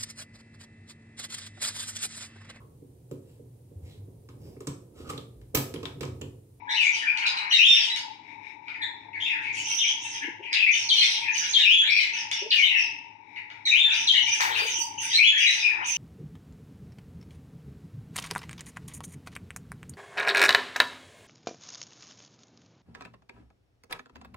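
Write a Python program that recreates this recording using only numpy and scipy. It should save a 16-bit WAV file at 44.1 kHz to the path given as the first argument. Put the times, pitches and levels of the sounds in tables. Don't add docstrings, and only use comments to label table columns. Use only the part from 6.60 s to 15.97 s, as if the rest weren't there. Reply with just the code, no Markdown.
import sys
import numpy as np
from scipy import signal
from scipy.fft import rfft, irfft, next_fast_len
from scipy.io import wavfile
from scipy.ndimage import uniform_filter1d, minimum_filter1d, map_coordinates

SR = 44100
rng = np.random.default_rng(int(sys.argv[2]) if len(sys.argv) > 2 else 0)


def output_pcm(signal):
    pcm = np.clip(np.atleast_2d(signal).T, -1, 1) * 32767
    wavfile.write(sys.argv[1], SR, np.round(pcm).astype(np.int16))


N = 413216
TOP_HZ, LEFT_LAG_S = 15800, 0.0003444


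def amp(db):
    return 10 ** (np.asarray(db) / 20)

def unit(x):
    return x / np.sqrt(np.mean(x ** 2) + 1e-20)

def along(points, hz):
    f, v = np.transpose(points)
    return np.interp(np.log(hz + 1), np.log(f + 1), v)

def wobble(rate):
    coarse = np.arange(0, N + 16, 16)
    values = rng.standard_normal(int(N * rate / SR) + 5)
    return np.interp(np.arange(N), coarse, map_coordinates(values, [coarse * rate / SR]))

def filtered(x, response):
    m = next_fast_len(N + SR // 2)
    return irfft(rfft(x, m) * response(np.fft.rfftfreq(m, 1 / SR)), m)[..., :N]

def add(track, s, sound):
    part = track[round(s * SR):][:len(sound)]
    part += sound[:len(part)]

def port_delay(hz):
    return np.exp(-1j * np.pi * hz * LEFT_LAG_S * np.array([[1], [-1]]))

def noise(colour, patchy_db):
    spectrum = signal.stft(rng.standard_normal(N), nperseg=256)[2]
    field = uniform_filter1d(rng.standard_normal(spectrum.shape), size=5, axis=0)
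    field = uniform_filter1d(field, size=12, axis=1)
    patches = signal.istft(spectrum * amp(patchy_db * unit(field)), nperseg=256)[1][:N]
    return unit(filtered(patches, lambda hz: amp(along(colour, hz))))

def pips(s, hz, db, length_s=0.0158, glide=0.0279):
    k = np.arange(round(length_s * SR))
    slide, loud, turn = rng.standard_normal((len(s), 3)).T[..., None]
    phase = 2 * np.pi * (hz[:, None] * (1 + glide * slide * k / len(k)) * k / SR + turn)
    tones = amp(db[:, None] + 5 * loud) * np.sin(np.pi * k / len(k)) ** 2 * np.sin(phase)
    at = np.round(s * SR).astype(int)[:, None] + k
    return np.bincount(at.ravel(), tones.ravel(), N + SR)[:N]


# f/Hz, level/dB per Hz
LEFT_AIR = [(30, -100), (80, -101.5), (200, -88.5), (350, -90), (600, -100.5), (780, -83.5), (850, -65.5),
            (905, -62.5), (965, -67.5), (1020, -83), (1300, -107), (2300, -71.5), (3200, -105), (3800, -89),
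            (4500, -117), (5300, -106), (6200, -130), (16000, -135)]
RIGHT_AIR = [(30, -91.5), (80, -85.5), (200, -90), (350, -91.5), (550, -101), (1900, -99), (4600, -114),
             (5400, -101), (7400, -122), (16000, -134)]
# f/Hz, likeness (1 = the same)
AIR_LIKENESS = [(60, 0.9), (400, 1), (1000, 0.49), (3000, 0.074)]

def room_air():
    turn = lambda hz: np.arccos(np.clip(along(AIR_LIKENESS, hz), -1, 1)) / 2
    share = lambda hz: np.array([np.cos(turn(hz)), np.sin(turn(hz))])
    mid, side = filtered(rng.standard_normal((2, N)), share)
    colour = lambda hz: np.sqrt(SR / 2) * amp([along(LEFT_AIR, hz), along(RIGHT_AIR, hz)])
    air = filtered(np.array([mid + side, mid - side]), lambda hz: colour(hz) * port_delay(hz))
    treble = filtered(air, lambda hz: 1 / (1 + (1600 / (hz + 1)) ** 8))
    flicker = amp(-1.5) * unit(amp(3.5 * wobble(15) + 3 * wobble(3)))
    band = filtered(air, lambda hz: np.exp(-((hz - 900) / 250) ** 2))
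    waver = unit(amp(3 * wobble(8)))
    return air + (flicker - 1) * treble + (waver - 1) * band

# f/Hz, width/Hz, level/dB
HUM_TONES = [(105.1, 8.5, -63.5), (135, 6.1, -73), (295, 45, -64), (415, 57, -72), (717, 8.1, -78)]

def machine_hum():
    hum = np.zeros((2, N))
    for centre_hz, width_hz, db in HUM_TONES:
        tone = filtered(rng.standard_normal(N), lambda hz: np.exp(-((hz - centre_hz) / width_hz) ** 2))
        lean_db = (centre_hz - 200) / 80
        hum += amp([[db + lean_db], [db - lean_db]]) * unit(tone)
    return hum

# f/Hz, fade/s
ECHO_FADES = [(500, 0.7), (2500, 0.69), (4500, 0.58), (12000, 0.35)]

def room_echo(x, near_fade_s=0.23, far_db=-6):
    hz, t, spectrum = signal.stft(rng.standard_normal((2, SR // 2)), SR, nperseg=256)
    fade = amp(-60 * t / near_fade_s) + amp(far_db - 60 * t / along(ECHO_FADES, hz)[:, None])
    tail = signal.istft(spectrum * fade, SR, nperseg=256)[1]
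    tail /= np.linalg.norm(tail[0])
    return signal.fftconvolve(np.pad(x, (300, 0))[None], tail, axes=1)[:, :N]

# t/s, rattle level/dB, thump against rattle/dB
SCUFFLE_CURVES = [
    [(0.55, -42, -49), (.7, -38.5, -27), (0.93, -35, -43.5), (1.0, -66, 5)],
    [(3.87, -82, 3), (3.95, -76, 15.5), (4.04, -91, 3)],
    [(7.794, -41, -11), (7.806, -23.5, -29), (7.85, -23.5, -29), (7.9, -30.5, -15.5), (8.02, -33, -16),
     (8.25, -68, 0)],
    [(9.05, -44, -17), (9.224, -34, -34), (9.37, -53, -32)],
]

def scuffles():
    rattle, thump = np.zeros((2, N))
    t = np.arange(N) / SR
    for rows in SCUFFLE_CURVES:
        s, db, thump_db = np.transpose(rows)
        rattle += amp(np.interp(t, s, db, -120, -120))
        thump += amp(np.interp(t, s, db + thump_db, -120, -120))
    beats = unit(amp(1.1 * wobble(40)))
    tray = noise([(550, -29), (700, -15), (900, 4.5), (1150, -8), (1700, -3), (2400, -2.5),
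                  (4000, -91.5)], patchy_db=1.5)
    air = noise([(40, -35), (100, -4), (200, -23.5), (400, -3), (650, -13), (1500, -72)], patchy_db=1.5)
    return beats * (rattle * filtered(tray, port_delay) * amp([[3.5], [-3.5]]) + thump * air)

# t/s, level/dB, f/Hz
COO_NOTES = [(3.632, -39.5, 302), (3.799, -40.5, 393), (5.822, -32, 414), (8.021, -40.5, 439),
             (8.16, -46.5, 305), (9.172, -51.5, 349)]

def coos():
    out = np.zeros(N)
    progress = np.linspace(0, 1, round(.075 * SR))
    flutter, waver = amp(8.2 * wobble(90)), wobble(70)
    for s, db, hz in COO_NOTES:
        shake = 1 + .05 * waver[round(s * SR):][:len(progress)]
        phase = 2 * np.pi * np.cumsum(hz * (.93 + 0.16 * progress) * shake) / SR
        tone = np.sin(phase) + 0.25 * np.sin(1.4 * phase)
        add(out, s - .01, amp(db - 4.5) * np.sin(np.pi * progress) * tone)
    return out * flutter

# t/s, level/dB, top f/Hz
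WIRE_TAPS = [(.573, -22.5, 4700), (.667, -22.5, 5400), (0.775, -25.5, 5040), (1.361, -24.5, 6500),
             (2.082, -19, 2600), (2.141, -31, 3450), (3.9291, -20.5, 5400), (5.714, -23, 6170),
             (6.76, -29, 3300), (6.901, -21.5, 2800), (7.807, -22, 7160), (9.244, -40, 7560)]
WIRE_HZ, WIRE_FADE_S, WIRE_DB = (2274, 2913, 3710, 4320, 4920, 6280), 0.055, -11.5

def wire_clicks():
    out = np.zeros(N)
    t = np.arange(2048) / SR
    hz = np.fft.rfftfreq(len(t), 1 / SR)
    for s, db, top_hz in WIRE_TAPS:
        contact = 1 - np.exp(-t * top_hz * amp(db + 13))
        snap = contact * amp(db + 11 - 60 * t / 0.013) * rng.standard_normal(len(t))
        for bar_hz in WIRE_HZ:
            ring = amp(db + WIRE_DB + rng.normal(0, 3.5) - 60 * t / WIRE_FADE_S)
            snap += ring * np.sin(2 * np.pi * bar_hz * t)
        band = 1 / (1 + 1j * hz / top_hz) ** 6 * (1j * hz / (1100 + 1j * hz)) ** 6
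        add(out, s, irfft(rfft(snap) * band * amp(14)))
    return out

# t/s, level/dB, treble against that level/dB
RASP_BURSTS = [(0.09, -26, -27), (0.194, -16, -28.5), (0.327, -17, -33), (0.551, -27, -28),
               (0.651, -27, -30.5), (0.897, -14.5, -32), (1.079, -16, -20.5), (1.198, -17.5, -31),
               (2.591, -30, -40), (2.68, -38, -39), (2.8, -30.5, -34), (2.93, -21.5, -21.5),
               (3.057, -18.5, -21.5), (3.139, -32.5, -21.5), (3.228, -20, -31), (3.4, -22, -24.5),
               (3.508, -26.5, -27), (3.918, -31.5, -32.5), (4.117, -15, -26.5), (4.319, -13, -32),
               (4.403, -14.5, -28), (4.495, -17, -29.5), (4.729, -18, -25.5), (4.819, -21.5, -24.5),
               (4.957, -15.5, -39.5), (5.376, -18.5, -32), (5.524, -17.5, -31.5), (5.705, -24.5, -47),
               (5.895, -16, -30.5), (6.162, -23.5, -29.5), (7.053, -32.5, -26), (7.324, -13, -30.5),
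               (7.504, -16, -39), (7.642, -15.5, -26.5), (7.711, -21.5, -19), (7.802, -21, -14),
               (7.945, -15, -20.5), (8.047, -20.5, -19.5), (8.148, -50.5, 10.5), (8.39, -18.5, -18),
               (8.486, -17.5, -24), (8.651, -31, -27), (8.766, -16, -24.5), (8.88, -15, -21.5),
               (8.972, -20.5, -30.5), (9.239, -19, -21.5), (9.315, -29.5, -17)]
# t/s, level/dB
HISS_BURSTS = [(0.911, -55.5), (1.0886, -43), (1.1594, -56.5), (2.968, -56.5), (3.0586, -50.5),
               (3.1378, -54.5), (3.306, -62.5), (3.925, -58.5), (4.027, -55), (4.2003, -57),
               (4.3345, -44.5), (4.4188, -48.5), (4.4994, -58.5), (4.742, -46.5), (4.834, -57),
               (4.9397, -64), (5.1483, -58), (5.3542, -50.5), (5.904, -45.5), (6.016, -46.5),
               (6.1666, -53.5), (7.482, -51.5), (7.5557, -55.5), (7.7077, -52), (7.803, -29),
               (7.8806, -45.5), (7.962, -35.5), (8.06, -44.5), (8.1833, -46.5), (8.4004, -44),
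               (8.514, -44.5), (8.7794, -47.5), (8.878, -49), (9.2604, -51), (9.3184, -47)]
# f/Hz, level/dB
RASP_COLOUR = [(1100, -26.5), (1600, -12.5), (2800, 4), (3800, -5.5), (4300, -14.5), (4800, -3),
               (5900, -15.5), (6600, -18), (7200, -17.5), (9000, -44.5)]
SIZZLE_COLOUR = [(6500, -31), (7800, 0.5), (9500, -8), (10500, -11.5), (12000, -21.5)]
HISS_COLOUR = [(11000, -42), (12200, 0), (13300, -8.5), (14500, -1.5), (16000, -4.5)]

def rasps(rise_s=.016, fade_s=0.084, pips_db=-2):
    body, bright, thin = np.zeros((3, N))
    t = np.arange(SR // 5) / SR
    swell = (1 - np.exp(-(t / rise_s) ** 2)) * np.exp(-(t / fade_s) ** 2)
    for s, db, treble_db in RASP_BURSTS:
        add(body, s, amp(db - 12) * swell)
        add(bright, s, amp(db + treble_db - 9) * swell * np.minimum(t / 0.02, 1))
    for s, db in HISS_BURSTS:
        add(thin, s - .005, amp(db - 9) * swell)
    chop = unit(amp(3 * wobble(150)))
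    scratch = unit(amp(4.5 * wobble(220) + 2.5 * wobble(35)))
    when, height = rng.random((2, 3500))
    shower = pips(when * N / SR, 1300 * 5 ** height, db=np.zeros_like(when))
    ringing = filtered(shower, lambda hz: amp(along(RASP_COLOUR, hz)))
    hoarse = .6 * noise(RASP_COLOUR, patchy_db=4.5) + amp(pips_db) * unit(ringing)
    treble = bright * noise(SIZZLE_COLOUR, patchy_db=4.5) + thin * noise(HISS_COLOUR, patchy_db=-1)
    return chop * body * hoarse + scratch * treble

# t/s, length/s, level/dB, centre f/Hz
TWITTER_CALLS = [(0.323, 0.051, -36, 5850), (0.664, 0.047, -32, 5000), (0.9, 0.19, -36.5, 5720),
                 (1.079, 0.19, -27, 5400), (1.349, 0.062, -33.5, 5090), (3.008, 0.042, -41, 5460),
                 (3.041, 0.3, -31, 5836), (3.458, 0.047, -37, 5960), (3.513, 0.069, -34, 5805),
                 (3.92, 0.048, -34.5, 4920), (4.118, 0.17, -33, 5970), (4.325, 0.32, -31, 5615),
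                 (4.716, 0.24, -32, 6020), (5.06, 0.065, -35.5, 5280), (5.305, 0.14, -34.5, 5330),
                 (5.531, 0.096, -33.5, 5820), (5.716, 0.12, -34.5, 5500), (5.962, 0.06, -39, 5900),
                 (6.172, 0.081, -34, 5466), (7.053, 0.063, -35, 6080), (7.327, 0.19, -35.5, 5780),
                 (7.616, 0.037, -34.5, 6070), (7.653, 0.26, -32, 5867), (7.965, 0.035, -37, 5202),
                 (8.055, 0.21, -30, 6100), (8.381, 0.25, -33, 5910), (8.778, 0.29, -34, 5950),
                 (9.25, 0.14, -30.5, 6014)]

def twitters(pips_per_s=260, spread=0.0597):
    rows = []
    for s, length, db, hz in TWITTER_CALLS:
        count = int(length * pips_per_s) + 3
        progress, scatter = rng.random(count), np.abs(rng.standard_normal(count))
        times = s - .01 + .85 * length * progress
        pitches = hz * (1.05 - spread * (.4 + 1.58 * progress) * scatter)
        levels = db - 5 - 6 * (1 - progress) ** 4 - 3 * progress
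        rows += zip(times, pitches, levels)
    return pips(*np.transpose(rows))

def hoarseness(db, hz):
    return np.clip(.0032 * (-12 - db), .022, .09) * np.sqrt(3600 / hz)

# t/s, length/s, start f/Hz, end f/Hz, level/dB
CHIRP_NOTES = [(0.072, 0.1, 1566, 2440, -31.5), (0.087, 0.07, 3400, 4050, -30),
               (0.096, .09, 5110, 5600, -45.5), (0.218, 0.077, 6550, 6670, -46.5),
               (0.161, 0.085, 2980, 2306, -23.5), (0.245, 0.046, 2206, 2378, -21.5),
               (0.409, 0.08, 1988, 1552, -32.5), (0.466, 0.044, 2433, 2382, -21),
               (0.575, 0.0566, 2460, 2183, -31.5), (.614, 0.044, 1637, 1490, -33.5),
               (.615, 0.021, 2900, 3190, -31), (0.635, 0.041, 2262, 2740, -24),
               (0.655, 0.028, 4190, 3600, -25.5), (0.762, 0.13, 2486, 2250, -37.5),
               (0.766, 0.023, 4220, 3690, -28), (0.923, 0.0447, 1900, 2155, -28),
               (1.093, 0.135, 2087, 1948, -40.5), (1.124, 0.063, 3605, 2347, -24),
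               (1.161, 0.09, 3775, 3160, -28), (1.298, 0.026, 1977, 1970, -31.5),
               (1.295, 0.024, 3823, 3820, -24.5), (2.066, 0.055, 2497, 2160, -37.5),
               (2.135, 0.03, 2227, 2180, -34), (2.201, 0.051, 1975, 1950, -32),
               (2.215, 0.03, 3656, 3754, -28.5), (2.527, 0.064, 2320, 2106, -34.5),
               (2.6, 0.074, 2970, 3643, -30.5), (2.651, 0.09, 2647, 2513, -28.5),
               (2.656, 0.15, 2302, 1666, -34.5), (2.831, 0.096, 2498, 2280, -32),
               (2.924, 0.046, 6520, 5840, -47.5), (2.966, 0.051, 7120, 6870, -43),
               (3.394, 0.0487, 6080, 5800, -43.5), (2.956, 0.047, 2747, 2325, -36.5),
               (3.044, 0.039, 2610, 3110, -35.5), (3.181, 0.059, 3670, 2690, -26),
               (3.187, 0.023, 2930, 2820, -26), (3.236, 0.028, 2294, 2365, -24.5),
               (3.263, 0.042, 3417, 2990, -25.5), (3.612, 0.04, 1697, 2145, -30),
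               (3.615, 0.044, 2280, 2980, -35.5), (3.822, 0.098, 2606, 2160, -38.5),
               (3.918, 0.078, 2138, 2270, -31.5), (3.943, 0.047, 2845, 2547, -25.5),
               (3.97, 0.062, 3520, 3110, -35.5), (3.994, 0.078, 2637, 2572, -22.5),
               (4.061, 0.046, 2072, 2550, -19.5), (4.317, 0.029, 2970, 3770, -22.5),
               (4.361, 0.085, 4144, 4214, -24.5), (4.363, 0.059, 3000, 3210, -23.5),
               (4.406, 0.048, 2225, 2190, -27), (4.423, 0.026, 3760, 3327, -20),
               (4.469, 0.1, 4120, 3930, -33.5), (4.609, 0.05, 2550, 2390, -33),
               (4.646, 0.073, 2055, 1875, -33.5), (4.666, 0.039, 2500, 2485, -25),
               (4.789, 0.055, 1823, 1500, -37), (4.979, 0.05, 3648, 3730, -20.5),
               (4.99, 0.0084, 2940, 3240, -15.5), (4.993, 0.024, 1916, 1870, -27),
               (5.021, 0.042, 2990, 2613, -22), (5.207, 0.077, 1523, 2240, -33.5),
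               (5.271, 0.1115, 2342, 2404, -23.5), (5.349, 0.086, 4410, 4060, -31.5),
               (5.355, 0.0548, 2490, 2133, -23), (5.44, 0.043, 2052, 2487, -29.5),
               (5.549, 0.072, 2655, 2510, -41), (5.713, 0.018, 3460, 3730, -24),
               (5.714, 0.02, 2370, 2240, -30), (5.754, 0.074, 3096, 2547, -37),
               (5.966, 0.0645, 2530, 2116, -21), (6.021, 0.032, 3000, 3110, -17),
               (6.029, 0.056, 3615, 3720, -29), (6.075, 0.068, 2733, 2660, -25.5),
               (6.107, 0.065, 2127, 1871, -27.5), (6.142, 0.075, 2680, 2650, -23),
               (6.756, 0.037, 2214, 2267, -34.5), (7.054, 0.0336, 2190, 1905, -29),
               (7.237, 0.11, 1844, 1475, -38), (7.28, 0.053, 3487, 3620, -26),
               (7.297, 0.048, 2714, 2400, -25.5), (7.53, 0.042, 3480, 4185, -26),
               (7.533, 0.051, 1930, 2195, -26), (7.544, 0.07, 2957, 2970, -22),
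               (7.654, 0.0401, 2800, 3060, -36), (7.902, 0.05, 3290, 3860, -32),
               (7.945, 0.068, 2663, 2700, -29), (8.146, 0.0514, 3119, 2595, -32.5),
               (8.376, 0.025, 2875, 2818, -29.5), (8.424, 0.042, 2395, 2395, -37.5),
               (8.51, 0.012, 1970, 1928, -21), (8.747, 0.028, 3296, 3380, -18.5),
               (8.713, 0.052, 1690, 1738, -34), (8.757, 0.0494, 1850, 2346, -27),
               (8.795, 0.063, 2797, 2840, -25.5), (8.825, 0.0406, 2340, 2627, -22),
               (8.847, 0.0613, 2312, 1940, -25.5), (8.863, 0.022, 3880, 4000, -18),
               (8.992, 0.02, 3504, 3530, -27.5), (9.023, 0.079, 2434, 2448, -22.5),
               (9.105, 0.018, 1995, 1570, -24.5), (9.22, 0.032, 2784, 2820, -35),
               (9.28, 0.018, 2363, 2350, -26), (9.329, 0.065, 2990, 2515, -34)]

def chirps():
    for s, length, from_hz, to_hz, db in CHIRP_NOTES:
        t = np.arange(round(length * SR)) / SR
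        rough = hoarseness(db, from_hz)
        yield s, from_hz + (to_hz - from_hz) * t / length, db, rough, .004 + .1 * rough, .012

# t/s, length/s, start f/Hz, settled f/Hz, level/dB
SQUAWK_NOTES = [(0.922, 0.039, 4390, 3625, -17.5), (3.929, 0.023, 5180, 2890, -23.5),
                (4.289, 0.033, 4900, 2900, -17), (4.932, 0.034, 4680, 3000, -16),
                (5.905, 0.041, 5160, 2617, -17.5), (7.053, 0.046, 4280, 3670, -21),
                (7.472, 0.038, 4480, 3006, -16), (8.529, 0.04, 3440, 4185, -18.5)]

def squawks(settle_s=0.0098, hook_hz=350, soft_start_db=-4.5):
    for s, length, from_hz, to_hz, db in SQUAWK_NOTES:
        t = np.arange(round(length * SR)) / SR
        settled = 1 - np.exp(-t / settle_s)
        pitch = from_hz + (to_hz - from_hz) * settled + hook_hz * (t / length) ** 6
        yield s, pitch, db + soft_start_db * (1 - settled), .01 * settled ** 2, .002, .008

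# t/s, length/s, start f/Hz, top f/Hz, level/dB
WHISTLE_NOTES = [(0.983, 0.15, 2610, 3617, -15), (5.049, 0.18, 2540, 3373, -17),
                 (5.232, 0.089, 3254, 5290, -28.5), (7.109, 0.17, 2450, 3566, -19.5),
                 (8.578, 0.13, 2296, 3375, -16)]

def climbing_whistles(climb_s=.082):
    for s, length, from_hz, top_hz, db in WHISTLE_NOTES:
        t = np.arange(round(length * SR)) / SR
        climb = np.clip(t / climb_s, 0, 1) ** 2.1
        pitch = from_hz + (top_hz - from_hz) * climb
        yield s, pitch, db - 3.5 * climb, hoarseness(db, from_hz) * (1.4 - 1.05 * climb), .008, .012
        yield s + .01, 0.97 * pitch, db - 4 - 10 * climb, .05, .01, .02

# multiple of its pitch, level/dB
VOICE_OVERTONES = [(2, -28.5), (3, -46), (4, -53)]

def parrot_voices(notes):
    out = np.zeros(N)
    tremor, flutter = wobble(420), wobble(260)
    breath = unit(filtered(rng.standard_normal(N), lambda hz: 1 / (1 + (hz / 1100) ** 6)))
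    haze = 1 + .06 * breath
    for s, glide_hz, db, rough, fade_in_s, fade_out_s in notes:
        t = np.arange(len(glide_hz)) / SR
        here = (round(s * SR) + np.arange(len(t))) % N
        pitch = glide_hz * (1 + rough * tremor[here])
        phase = 2 * np.pi * np.cumsum(pitch) / SR
        tone = np.sin(phase)
        if glide_hz[0] < 5000:
            for k, overtone_db in VOICE_OVERTONES:
                tone += amp(overtone_db) * np.sin(k * phase) * (k * pitch < TOP_HZ)
        swell = np.clip(t / fade_in_s, 0, 1) * np.clip(t[::-1] / fade_out_s, 0, 1)
        add(out, s, amp(db + 3 + 1.36 * flutter[here]) * swell * tone * haze[here])
    return out


# f/Hz, width/Hz, level/dB
CASE_DIPS = [(1041, 234, -20), (4320, 76, -2)]
# f/Hz, left minus right level/dB
PORT_BALANCE = [(1200, -10), (1800, 5), (2700, 8), (3800, 3), (4600, -3), (5300, -1.5), (6000, -14.5),
                (7000, -11), (8000, 4), (9300, 18), (11000, -2), (13000, 3), (15500, -12)]

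def port_colour(hz):
    case_db = sum(db * np.exp(-((hz - centre) / width) ** 2) for centre, width, db in CASE_DIPS)
    return amp(case_db + along(PORT_BALANCE, hz) / 2 * np.array([[1], [-1]]))

def scene():
    notes = [*chirps(), *squawks(), *climbing_whistles()]
    flock = parrot_voices(notes) + twitters() + rasps() + wire_clicks()
    flock_in_room = amp(-3.5) * filtered(flock, port_delay) + amp(1) * room_echo(flock)
    cooing = coos()
    coos_in_room = cooing * amp([[1.5], [-1.5]]) + amp(-9) * room_echo(cooing)
    wings = scuffles()
    background = (room_air() + machine_hum()) * unit(amp(2.2 * wobble(4)))
    return background + wings + coos_in_room + filtered(flock_in_room, port_colour)

def record(dry, peak_limit=.56):
    power = np.abs(uniform_filter1d(np.mean(dry ** 2, 0), size=2200))
    low = filtered(dry, lambda hz: 1 / (1 + (hz / 1450) ** 10))
    low_gain = (1 + power / amp(-17.5) ** 2) ** -1.3
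    thinned = dry + (low_gain - 1) * low
    peak_gain = np.minimum(1, peak_limit / (np.abs(thinned).max(0) + 1e-9))
    held = thinned * uniform_filter1d(minimum_filter1d(peak_gain, size=400), size=400)
    return filtered(held, lambda hz: (hz < TOP_HZ) * hz ** 2 / (hz ** 2 + 45 ** 2))


dry = scene()
out = record(dry)
output_pcm(out)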